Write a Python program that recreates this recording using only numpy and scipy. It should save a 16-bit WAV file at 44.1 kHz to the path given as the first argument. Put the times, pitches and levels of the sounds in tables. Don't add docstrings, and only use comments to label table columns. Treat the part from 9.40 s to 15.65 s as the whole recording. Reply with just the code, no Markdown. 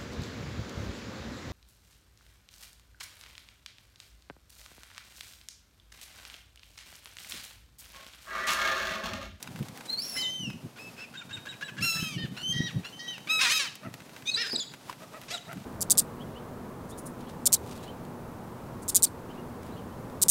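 import sys
import numpy as np
from scipy import signal
from scipy.fft import rfft, irfft, next_fast_len
from scipy.io import wavfile
from scipy.ndimage import uniform_filter1d, map_coordinates

SR = 44100
rng = np.random.default_rng(int(sys.argv[2]) if len(sys.argv) > 2 else 0)


def to_wav(sig):
    pcm = np.clip(np.atleast_2d(sig), -1, 1) * 32767
    pcm = np.round(pcm).astype(np.int16)
    wavfile.write(sys.argv[1], SR, pcm.T)


N = 275625
EDGE_HZ = 15900
FLAT_SHAPE = dict(scoop=0.024, drop=0.035, onset_db=-24, end_db=-58,
                  onset_rasp=.05, end_rasp=0.23, fray_db=-14)


def gain_of(db):
    return 10 ** (np.asarray(db) / 20)


def evened(x):
    return x / np.sqrt(np.mean(x ** 2) + 1e-20)


def read(points, hz):
    f, value = np.transpose(points)
    return np.interp(np.log(hz + 1), np.log(f + 1), value)


def add(mix, s, sound):
    part = mix[max(round(s * SR), 0):][:len(sound)]
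    part += sound[:len(part)]


def noise(colour, size):
    n = next_fast_len(size)
    eq = gain_of(read(colour, np.fft.rfftfreq(n, 1 / SR)))
    return evened(irfft(rfft(rng.standard_normal(n)) * eq, n)[:size])


def wander(hz, size):
    knots = rng.standard_normal(4096)
    return map_coordinates(knots, [np.arange(size) * 2 * hz / SR], order=1, mode="wrap") * np.sqrt(3 / 2)


def call(contour, harmonics_db, jitter, rasp_db, tilt_db, beak=((1, 0),), ending_db=None,
         jitter_hz=500, flutter=0.0045, shimmer_db=4.5, split=0.15):
    open_throat = [(290, -68), (500, -20), (1320, -5), (1440, 7), (2040, -1), (2730, -0.5), (7100, -9.5),
                   (11000, -27), (16000, -30)]
    s, *columns = np.transpose(contour)
    t = np.arange(s[0] - .004, s[-1] + .004, 1 / SR)
    hz, level_db, rasp = (np.interp(t, s, c) for c in columns)
    size, harsh = len(t), np.clip(rasp, 0, 1)
    shake = 1 + flutter * wander(57.44, size) + jitter * harsh * wander(jitter_hz, size)
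    hz = uniform_filter1d(hz, 260) * shake
    phase = 2 * np.pi * np.cumsum(hz) / SR
    gains = gain_of(np.linspace(harmonics_db, ending_db or harmonics_db, size).T)
    tone = np.zeros(size)
    for k, gain in enumerate(gains, 1):
        colour = gain_of(2 * wander(22.96, size) + read(beak, k * hz)) * (k * hz < EDGE_HZ)
        tone += gain * colour * np.sin(k * phase + k * k)
    shimmer = evened(gain_of(shimmer_db * harsh * wander(300, size)))
    tone *= np.sqrt(2) / np.linalg.norm(gains, axis=0) * shimmer
    tone *= evened(1 + split * harsh * wander(44.1, size) * np.cos(phase / 2))
    throat = [(f, db + tilt_db * np.log2(f / open_throat[0][0]) + read(beak, f)) for f, db in open_throat]
    puffs = noise(throat, size) * (1 + 0.53 * np.cos(phase)) * gain_of(1.5 * wander(120, size))
    fade = signal.windows.tukey(size, min(0.009 * SR / size, 1))
    return t[0], fade * gain_of(level_db) * (tone + gain_of(rasp_db) * rasp * puffs)


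def voice(contours, harmonics_db, level_db, **throat):
    out = np.zeros(N)
    for contour in contours:
        add(out, *call(contour, harmonics_db, **throat))
    return gain_of(level_db) * out


def arch(start, length_s, hz, db, rise_s, fall_s, glide, swell_db, rasp,
         scoop, drop, onset_db, end_db, onset_rasp, end_rasp, fray_db):
    slew_s, catch_share, ease_db = 0.0243, 0.37, 1
    t = np.linspace(0, length_s, 128)
    along = t / length_s - .5
    opening = np.clip(1 - t / rise_s, 0, 1) ** 2
    closing = np.clip(1 - (length_s - t) / fall_s, 0, 1)
    toneless = 1 / (1 + abs(t / (catch_share * rise_s)) ** 8)
    bend_in, bend_out = 1 - np.exp(-(np.array([rise_s, fall_s]) / slew_s) ** 2)
    sag = scoop * bend_in * opening + drop * bend_out * np.sin(np.pi / 2 * closing) ** 2
    pitch = hz * (1 + glide * along) * (1 - sag)
    level_db = db + swell_db * along + ease_db * opening + onset_db * toneless + end_db * closing ** 3
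    hoarse = rasp * gain_of(fray_db * along) + onset_rasp * bend_in * toneless ** 2
    hoarse += end_rasp * closing ** 2
    return np.transpose([start + t, pitch, level_db, hoarse])


def arches(notes, **shape):
    return [arch(*note, **shape) for note in notes]


def mews():
    clear, cracked = [(.755, 0.38, 1544, -38, 0.037, 0.16, 0.025, -4.5, 0.017),
                      (1.362, 0.14, 1312, -46, 0.07, 0.013, -0.015, -5, 0.036),
                      (1.567, 0.091, 1324, -45, 0.029, 0.028, 0.069, 2, 0.37),
                      (2.58, 0.22, 1590, -45.5, 0.047, 0.085, 0.096, -4, 0.097),
                      (3.024, 0.11, 1548, -34.5, 0.011, 0.0087, 0.056, 9.5, 0.021),
                      (3.143, 0.047, 1570, -38.5, 0.0089, 0.0049, 0.012, 11, 0.07),
                      (3.518, 0.11, 1540, -49.5, 0.016, 0.0089, 0.015, 0, 0.056),
                      (3.674, 0.11, 1536, -43, 0.013, 0.071, -0.018, -12, 0.018),
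                      (4.115, 0.18, 1560, -44, 0.027, 0.021, -0.019, -8, 0.037)], [(.752, 0.164, 1015, -46.5, 0.036, 0.021, -0.025, -14, 0.18)]
    clear_db, cracked_db = [-47, 9, -21.5, -2.5, -21, -15, -32, -21.5], [-41, 4.5, -13, -2, -15, -19, -4]
    mewing = arches(clear, scoop=0.19, drop=0.19, onset_db=-30.5, end_db=-15,
                    onset_rasp=10.4, end_rasp=0.038, fray_db=-4)
    cracking = arches(cracked, **FLAT_SHAPE)
    return (voice(mewing, clear_db, level_db=1.5, jitter=0.037, rasp_db=-0.5, tilt_db=-2)
            + voice(cracking, cracked_db, level_db=3, jitter=0.047, rasp_db=-6, tilt_db=3))


def wails_and_cries():
    wails = [
        [(2.408, 1088, -45, 0.64), (2.421, 1281, -40, 0.54), (2.428, 1358, -28, 0.11), (2.45, 1386, -30, 0.18),
         (2.512, 1321, -28.5, 0.12), (2.535, 1346, -34, 0.28), (2.6, 1320, -36.5, 0.35),
         (2.69, 1254, -42, 0.35), (2.765, 1105, -51, 0.36)],
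        [(4.1, 1183, -35, 0.18), (4.12, 1255, -34, 0.18), (4.14, 1291, -29.5, 0.31), (4.184, 1250, -28.5, 0.64),
         (4.198, 1180, -53, .4)],
    ]
    cries = [(2.956, 0.083, 1420, -42.5, .03, 0.0074, 0.076, -7, 0.63),
             (3.435, 0.074, 1412, -46, 0.028, 0.0055, 0.1, -19, 0.59),
             (3.874, .225, 1273, -28, .058, 0.0117, -.08, -6.5, 0.059)]
    wail_db, cry_db = [-5.5, 5.5, 0, 2, -2.5, -10, -10, -13, -11, -12.5, -16, -26], [-6.5, 6, 1, -6.5, -10, -14, -16.5, -22, -24, -19, -22, -30]
    grain = dict(jitter=.034, jitter_hz=300, rasp_db=-5.5, flutter=.005, shimmer_db=4, split=.7)
    crying = arches(cries, scoop=.14, drop=0.22, onset_db=-17.5, end_db=-26,
                    onset_rasp=0.63, end_rasp=.15, fray_db=-11)
    return (voice(wails, wail_db, level_db=1, tilt_db=11, **grain)
            + voice(crying, cry_db, level_db=-0.4, tilt_db=-7.5, **grain))


def screeches_and_squawks():
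    screeches = [
        [(3.992, 430, -36, .4), (4.019, 545.7, -22, 0.44), (4.036, 515, -26.5, 1), (4.06, 483, -26.5, 0.76),
         (4.088, 488, -28, .9), (4.11, 577, -25, 0.55), (4.124, 626, -24, 0.97), (4.138, 620, -36, 0.87)],
        [(4.184, 606, -45, 0.64), (4.199, 576.4, -25, 0.16), (4.235, 531, -33.5, 0.55), (4.278, 392, -41, 1)],
    ]
    squawks = [(.45, 0.026, 782, -46.5, 0.0125, 0.0084, 0.32, -4, 0.68),
               (5.885, 0.12, 696, -44, 0.05, 0.055, 0.02, -26.5, 0.67)]
    timbre = [-9.5, 3.5, 8.5, 8.5, 11, 6, 8, 9, -1, 9, 5, -1, 5, -2, -24, -1.5, -4, -6.5, -3]
    grain = dict(jitter=.038, jitter_hz=220, rasp_db=-11, flutter=.006, shimmer_db=2, split=.8)
    squawking = arches(squawks, scoop=.3, drop=0.27, onset_db=-13, end_db=-16,
                       onset_rasp=0.2, end_rasp=0.17, fray_db=0)
    return (voice(screeches, timbre, level_db=-0.5, tilt_db=9, **grain)
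            + voice(squawking, timbre, level_db=-1, tilt_db=-40, **grain))


def whistle(curve, rasp, strain, low_register_hz=4600):
    s, hz, level_db = np.transpose(curve)
    return [np.transpose([s, hz, level_db, rasp * (hz / low_register_hz) ** strain])]


def young_birds():
    squeal, warble, peep = [(0.48, 3842, -48), (.504, 4200, -30.5), (.513, 4330, -42), (0.535, 4130, -28),
                            (.567, 4300, -43), (0.598, 4480, -31.5), (.613, 4750, -44), (0.62, 5400, -41),
                            (.655, 5570, -39.5), (0.698, 5400, -40), (.758, 5330, -39.5), (.772, 5280, -33),
                            (0.812, 5180, -39), (0.826, 3910, -33.5), (0.865, 3610, -41)], [(4.916, 4400, -38), (4.932, 4300, -48), (4.944, 3940, -33.5),
                                            (4.957, 3970, -38), (4.966, 4730, -37), (4.993, 5270, -45),
                                            (5.02, 5150, -33.5), (5.05, 5060, -47), (5.1, 5050, -40),
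                                            (5.117, 4528, -40), (5.126, 5120, -39), (5.145, 5090, -39.5),
                                            (5.156, 3940, -39.5), (5.163, 3750, -30.5), (5.173, 4950, -46),
                                            (5.193, 4920, -38), (5.201, 3620, -41), (5.223, 3355, -43),
                                            (5.245, 3190, -61)], [(5.93, 4030, -51), (5.948, 3884, -37),
                                                            (5.968, 3650, -49), (5.982, 3020, -43)]
    squeal_db, whistle_db = [8.5, 0, -20], [7, -4.5, -39]
    # f/Hz, level/dB
    squeal_beak, warble_beak = [(5500, 0.5), (8400, -14), (10800, -0.5)], [(3900, 6), (5200, 1), (6200, -6), (7000, 19),
                                                     (9000, -10.5)]
    out = voice(whistle(squeal, rasp=0.244, strain=5.4), squeal_db, level_db=0, beak=squeal_beak,
                jitter=.022, jitter_hz=250, rasp_db=-3.5, tilt_db=11, flutter=.015, split=.35)
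    out += voice(whistle(warble, rasp=0.36, strain=0.33), whistle_db, level_db=1.5, beak=warble_beak,
                 jitter=.035, rasp_db=-7, tilt_db=0, flutter=.01, shimmer_db=6, split=.1)
    return out + voice(whistle(peep, rasp=0.53, strain=0.5), whistle_db, level_db=2.5,
                       jitter=0.036, rasp_db=-3, tilt_db=2)


def yip_and_bark():
    yip, bark = [(4.858, 1117, -49, 0.54), (4.868, 1233, -40, 0.5), (4.88, 1208, -32.5, 0.33),
                 (4.885, 1268, -31.5, 0.13), (4.9, 1281, -27, 0.13), (4.907, 1330, -45, .3),
                 (4.915, 1360, -59, .4)], [(4.966, 410.5, -50, 0.34), (4.976, 440, -28, 0.11), (5.009, 487, -29, .08),
                              (5.022, 468, -24.5, 0.18), (5.037, 424, -35, 0.24), (5.05, 385.6, -35, 0.33),
                              (5.074, 457, -39.5, 0.86), (5.108, 390, -54, .9)]
    yip_db, bark_db = [-37, -4.5, -1, -16, -6.5, -20, -21.5, -32], [-6.5, -23, -7, 8.5, 1.5, 3.5, -0.5, 3, 3, -12, -8, -8, -4]
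    return (voice([yip], yip_db, level_db=1.5, jitter=0.046, rasp_db=-10, tilt_db=8)
            + voice([bark], bark_db, level_db=-3.5, jitter=0.087, rasp_db=-0.5, tilt_db=4.5))


def brays_and_groans():
    brays, groans = [(3.112, .18, 636.7, -38, 0.0287, 0.0296, -0.0122, 9, 0.17),
                     (3.585, 0.15, 639.6, -43, 0.018, 0.035, 0.027, -1, 0.047)], [(2.765, .11, 607, -40, 0.035, 0.028, -0.033, 0, 0.22),
                                    (3.262, 0.074, 618, -38, 0.0093, 0.066, -0.11, 1, 0.49),
                                    (3.725, .072, 609, -48.5, 0.0052, 0.034, -0.076, -13, 0.49)]
    bray_db, bray_end_db, groan_db = [-26, -28, 1, -28, 0, -12, -1, -1, -8, -8, -26], [-26, -28, 2, -28, -12, 5, -24, -22, -3, -28, -36], [-20, -18, 6, -9, 8.5, 4, 0, -2,
                                                                            -22, -21, -19]
    braying = arches(brays, **FLAT_SHAPE)
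    groaning = arches(groans, scoop=0.0079, drop=0.48, onset_db=-23, end_db=-32,
                      onset_rasp=.05, end_rasp=0.43, fray_db=8)
    return (voice(braying, bray_db, ending_db=bray_end_db, level_db=-1,
                  jitter=0.076, rasp_db=-19, tilt_db=5)
            + voice(groaning, groan_db, level_db=-1, jitter=0.038, rasp_db=-11, tilt_db=7))


def yelps():
    notes = [(1.74, 3670, -42, -49.5), (1.896, 3730, -41, -45), (2.056, 3803, -39, -45),
             (2.211, 3900, -36.5, -50.5), (2.37, 3850, -37, -56), (2.553, 4040, -39.5, -54)]
    timbre, end_timbre, pip_timbre = [-13, -2.5, 16, -19, 3.5, -0.5, -18], [-8, -6, 4.5, 0, 9.5, 3, -14], [-36, -16, -35, -13.5, 3, -29,
                                                                            -28, -33, -24, -11, -20]
    break_s, break_width_s, break_db = 0.049, 0.019, -34
    voice_share, pip_harmonic, pip_delay_s = .149, 5, 0.029
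    laughs, pips = [], []
    for start, pip_hz, voice_db, pip_db in notes:
        s, hz, level_db, rasp = arch(
            start, length_s=.094, hz=voice_share * pip_hz, db=voice_db, rise_s=.036, fall_s=.036,
            glide=.02, swell_db=-4, rasp=.25, scoop=0.159, drop=0.2, onset_db=-18, end_db=-20,
            onset_rasp=0.6, end_rasp=.3, fray_db=0).T
        broken = np.exp(-((s - start - break_s) / break_width_s) ** 2)
        laughs.append(np.transpose([s, hz, level_db + break_db * broken, rasp]))
        pips.append(arch(start + pip_delay_s, length_s=0.04, hz=pip_hz / pip_harmonic, db=pip_db,
                         rise_s=0.0081, fall_s=0.01, glide=-0.01, swell_db=2, rasp=0.25, **FLAT_SHAPE))
    return (voice(laughs, timbre, ending_db=end_timbre, level_db=3.5,
                  jitter=0.045, rasp_db=3.5, tilt_db=-0.5)
            + voice(pips, pip_timbre, level_db=5, jitter=.016, jitter_hz=250,
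                    rasp_db=-7, tilt_db=-7, flutter=.005, shimmer_db=6))


def clucks():
    notes = [(4.412, 676, -56.5), (5.585, 644, -65), (5.715, 653, -57.5), (5.895, 720, -56),
             (6.06, 689, -58)]
    timbre = [6.5, 5.5, -2.5, -4.5, -45]
    shape = dict(length_s=.088, rise_s=0.05, fall_s=0.038, glide=0.051, swell_db=11, rasp=0.78,
                 scoop=0.37, drop=0.33, onset_db=-12, end_db=-78,
                 onset_rasp=0.96, end_rasp=0.34, fray_db=-17)
    contours = [arch(s, hz=hz, db=db, **shape) for s, hz, db in notes]
    return voice(contours, timbre, level_db=13.5, jitter=0.054, rasp_db=-34, tilt_db=-13)


def shore(x, tail_db=-10.5, echo_db=-27.0, echo_s=0.12):
    decay = [(300, 0.62), (14000, 0.36)]  # f/Hz, t60/s
    t = np.arange(SR) / SR
    taps = rng.standard_normal(SR) * (rng.random(SR) < 2500 / SR) * (t > .008)
    hz, when, spectra = signal.stft(taps, SR, nperseg=256)
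    damping = gain_of(-60 * when / read(decay, hz)[:, None])
    tail = signal.istft(spectra * damping, SR, nperseg=256)[1][:SR]
    slap = taps[::-1] * np.exp(-((t - echo_s) / 0.0012) ** 2)
    slap = signal.lfilter(*signal.butter(1, 5000, fs=SR), slap)
    response = gain_of(tail_db) * evened(tail) + gain_of(echo_db) * evened(slap)
    return signal.fftconvolve(x, response / np.sqrt(SR))[:N]


def wind(level_db=1.0, lumps_db=5.5, buffet_db=1.5, breeze_db=-57.5, depth_db=22.5):
    gusts = [(.215, -35.5, 0.17, 0.13), (1.09, -36, 0.16, 0.13), (1.251, -37, 0.053, 0.043),
             (1.98, -51, 0.3, 0.11), (2.39, -37.5, 0.097, 0.19), (2.63, -39, 0.18, 0.027),
             (2.831, -33.5, 0.22, 0.17), (3.203, -32, 0.23, 0.1), (3.375, -31.5, 0.14, 0.068),
             (4.46, -44, 0.036, 0.21), (6.19, -41, 0.24, 0.076)]
    rumble = [(30, -39), (76, -17.5), (124, -1.5), (178, -3), (265, -11), (596, -31.5), (1980, -120)]  # f/Hz, level/dB
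    buffets = [(0.21, -25, 148), (2.629, -21.5, 175), (2.84, -19.5, 155), (3.206, -16, 184),
               (3.36, -32, 149), (3.377, -21, 188)]
    now = np.arange(N) / SR
    power = gain_of(breeze_db) ** 2
    for s, db, build, die in gusts:
        away = np.maximum((s - now) / build, (now - s) / die)
        power = power + gain_of(db - depth_db * away) ** 2
    out = noise(rumble, N) * gain_of(level_db) * np.sqrt(power)
    out *= evened(gain_of(lumps_db * np.tanh(wander(30, N))))
    t = np.arange(-.02, .02, 1 / SR)
    for s, db, hz in buffets:
        thump = np.sin(2 * np.pi * hz * t) * np.exp(-abs(t) * hz / 0.31)
        add(out, s + t[0], gain_of(db + buffet_db) * thump)
    return out


def bag(level_db=-3.5, snap_s=0.00082, rustle_db=-3.0, rustle_s=0.0055, small_db=-59.0):
    crackles = [(0.0275, -29, 6600), (0.19, -38, 1420), (0.2276, -37.5, 2370), (0.285, -36, 3390),
                (0.375, -36, 1700), (4.3543, -36.5, 6040), (4.5407, -34, 2310), (5.129, -34, 1780),
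                (5.815, -37, 2120), (6.13, -34, 1310)]
    handling = [(0, 110), (.5, 12), (4.2, 6), (4.5, 30), (6.2, 60)]  # t/s, tiny crackle rate/Hz
    out, t = np.zeros(N), np.arange(2048) / SR
    envelope = np.exp(-t / snap_s) + gain_of(rustle_db) * np.exp(-t / rustle_s)
    for s, db, hz in crackles:
        colour = [(hz / 8, -16), (hz / 2, -2), (hz, 0), (hz * 4, -13)]
        add(out, s, gain_of(db + level_db) * envelope * noise(colour, len(t)))
    per_s = np.interp(np.arange(N) / SR, *np.transpose(handling))
    ticks = (rng.random(N) < per_s / SR) * gain_of(6.5 * np.minimum(rng.exponential(1, N), 3))
    tiny_snap = envelope * noise([(300, -5), (2000, 7), (15000, -19.5)], len(t))
    return out + gain_of(small_db) * signal.oaconvolve(ticks, tiny_snap)[:N]


def knock():
    s, db, hz, t60 = (5.496, -26, 980, .035)  # t/s, level/dB, f/Hz, t60/s
    out, t = np.zeros(N), np.arange(-.04, .06, 1 / SR)
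    strike = np.clip(t / .001, 0, 1) * gain_of(-60 * abs(t) / t60)
    rustle = noise([(200, -14), (900, 0), (5000, -15), (15000, -27)], len(t))
    rustle *= .35 * strike + .1 * np.exp(-abs(t) / .02)
    add(out, s + t[0], gain_of(db) * (strike * np.sin(2 * np.pi * hz * t) + rustle))
    return out


def thud(attack_s=0.0043):
    s, db, decay_s = (5.13, -35, 0.034)  # t/s, level/dB, decay/s
    colour = [(60, -22), (250, 0), (520, -3), (900, -15), (2500, -40)]  # f/Hz, level/dB
    out, t = np.zeros(N), np.arange(8192) / SR
    envelope = np.minimum(t / attack_s, 1) * np.exp(-t / decay_s)
    add(out, s, gain_of(db) * envelope * noise(colour, len(t)))
    return out


def wash(level_db=-53.2, swell_db=1.6, flicker_db=1.5):
    colour = [(25, -37), (53, -12), (123, -18), (229, 1), (354, -4.5), (818, -6.5), (1560, -13.5),
              (4490, -17), (13600, -24.5), (16000, -30)]
    bed = gain_of(level_db) * noise(colour, N)
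    return bed * gain_of(swell_db * wander(3.027, N) + flicker_db * wander(25, N))


def scene():
    flock = (mews() + wails_and_cries() + screeches_and_squawks() + young_birds()
             + yip_and_bark() + brays_and_groans() + yelps() + clucks())
    return (flock + shore(flock) + wind() + bag() + knock() + thud() + wash())[None]


def record(dry):
    high_cut = signal.firwin(511, EDGE_HZ, window=("kaiser", 9), fs=SR)
    return signal.oaconvolve(dry, high_cut[None], "same")


dry = scene()
out = record(dry)
to_wav(out)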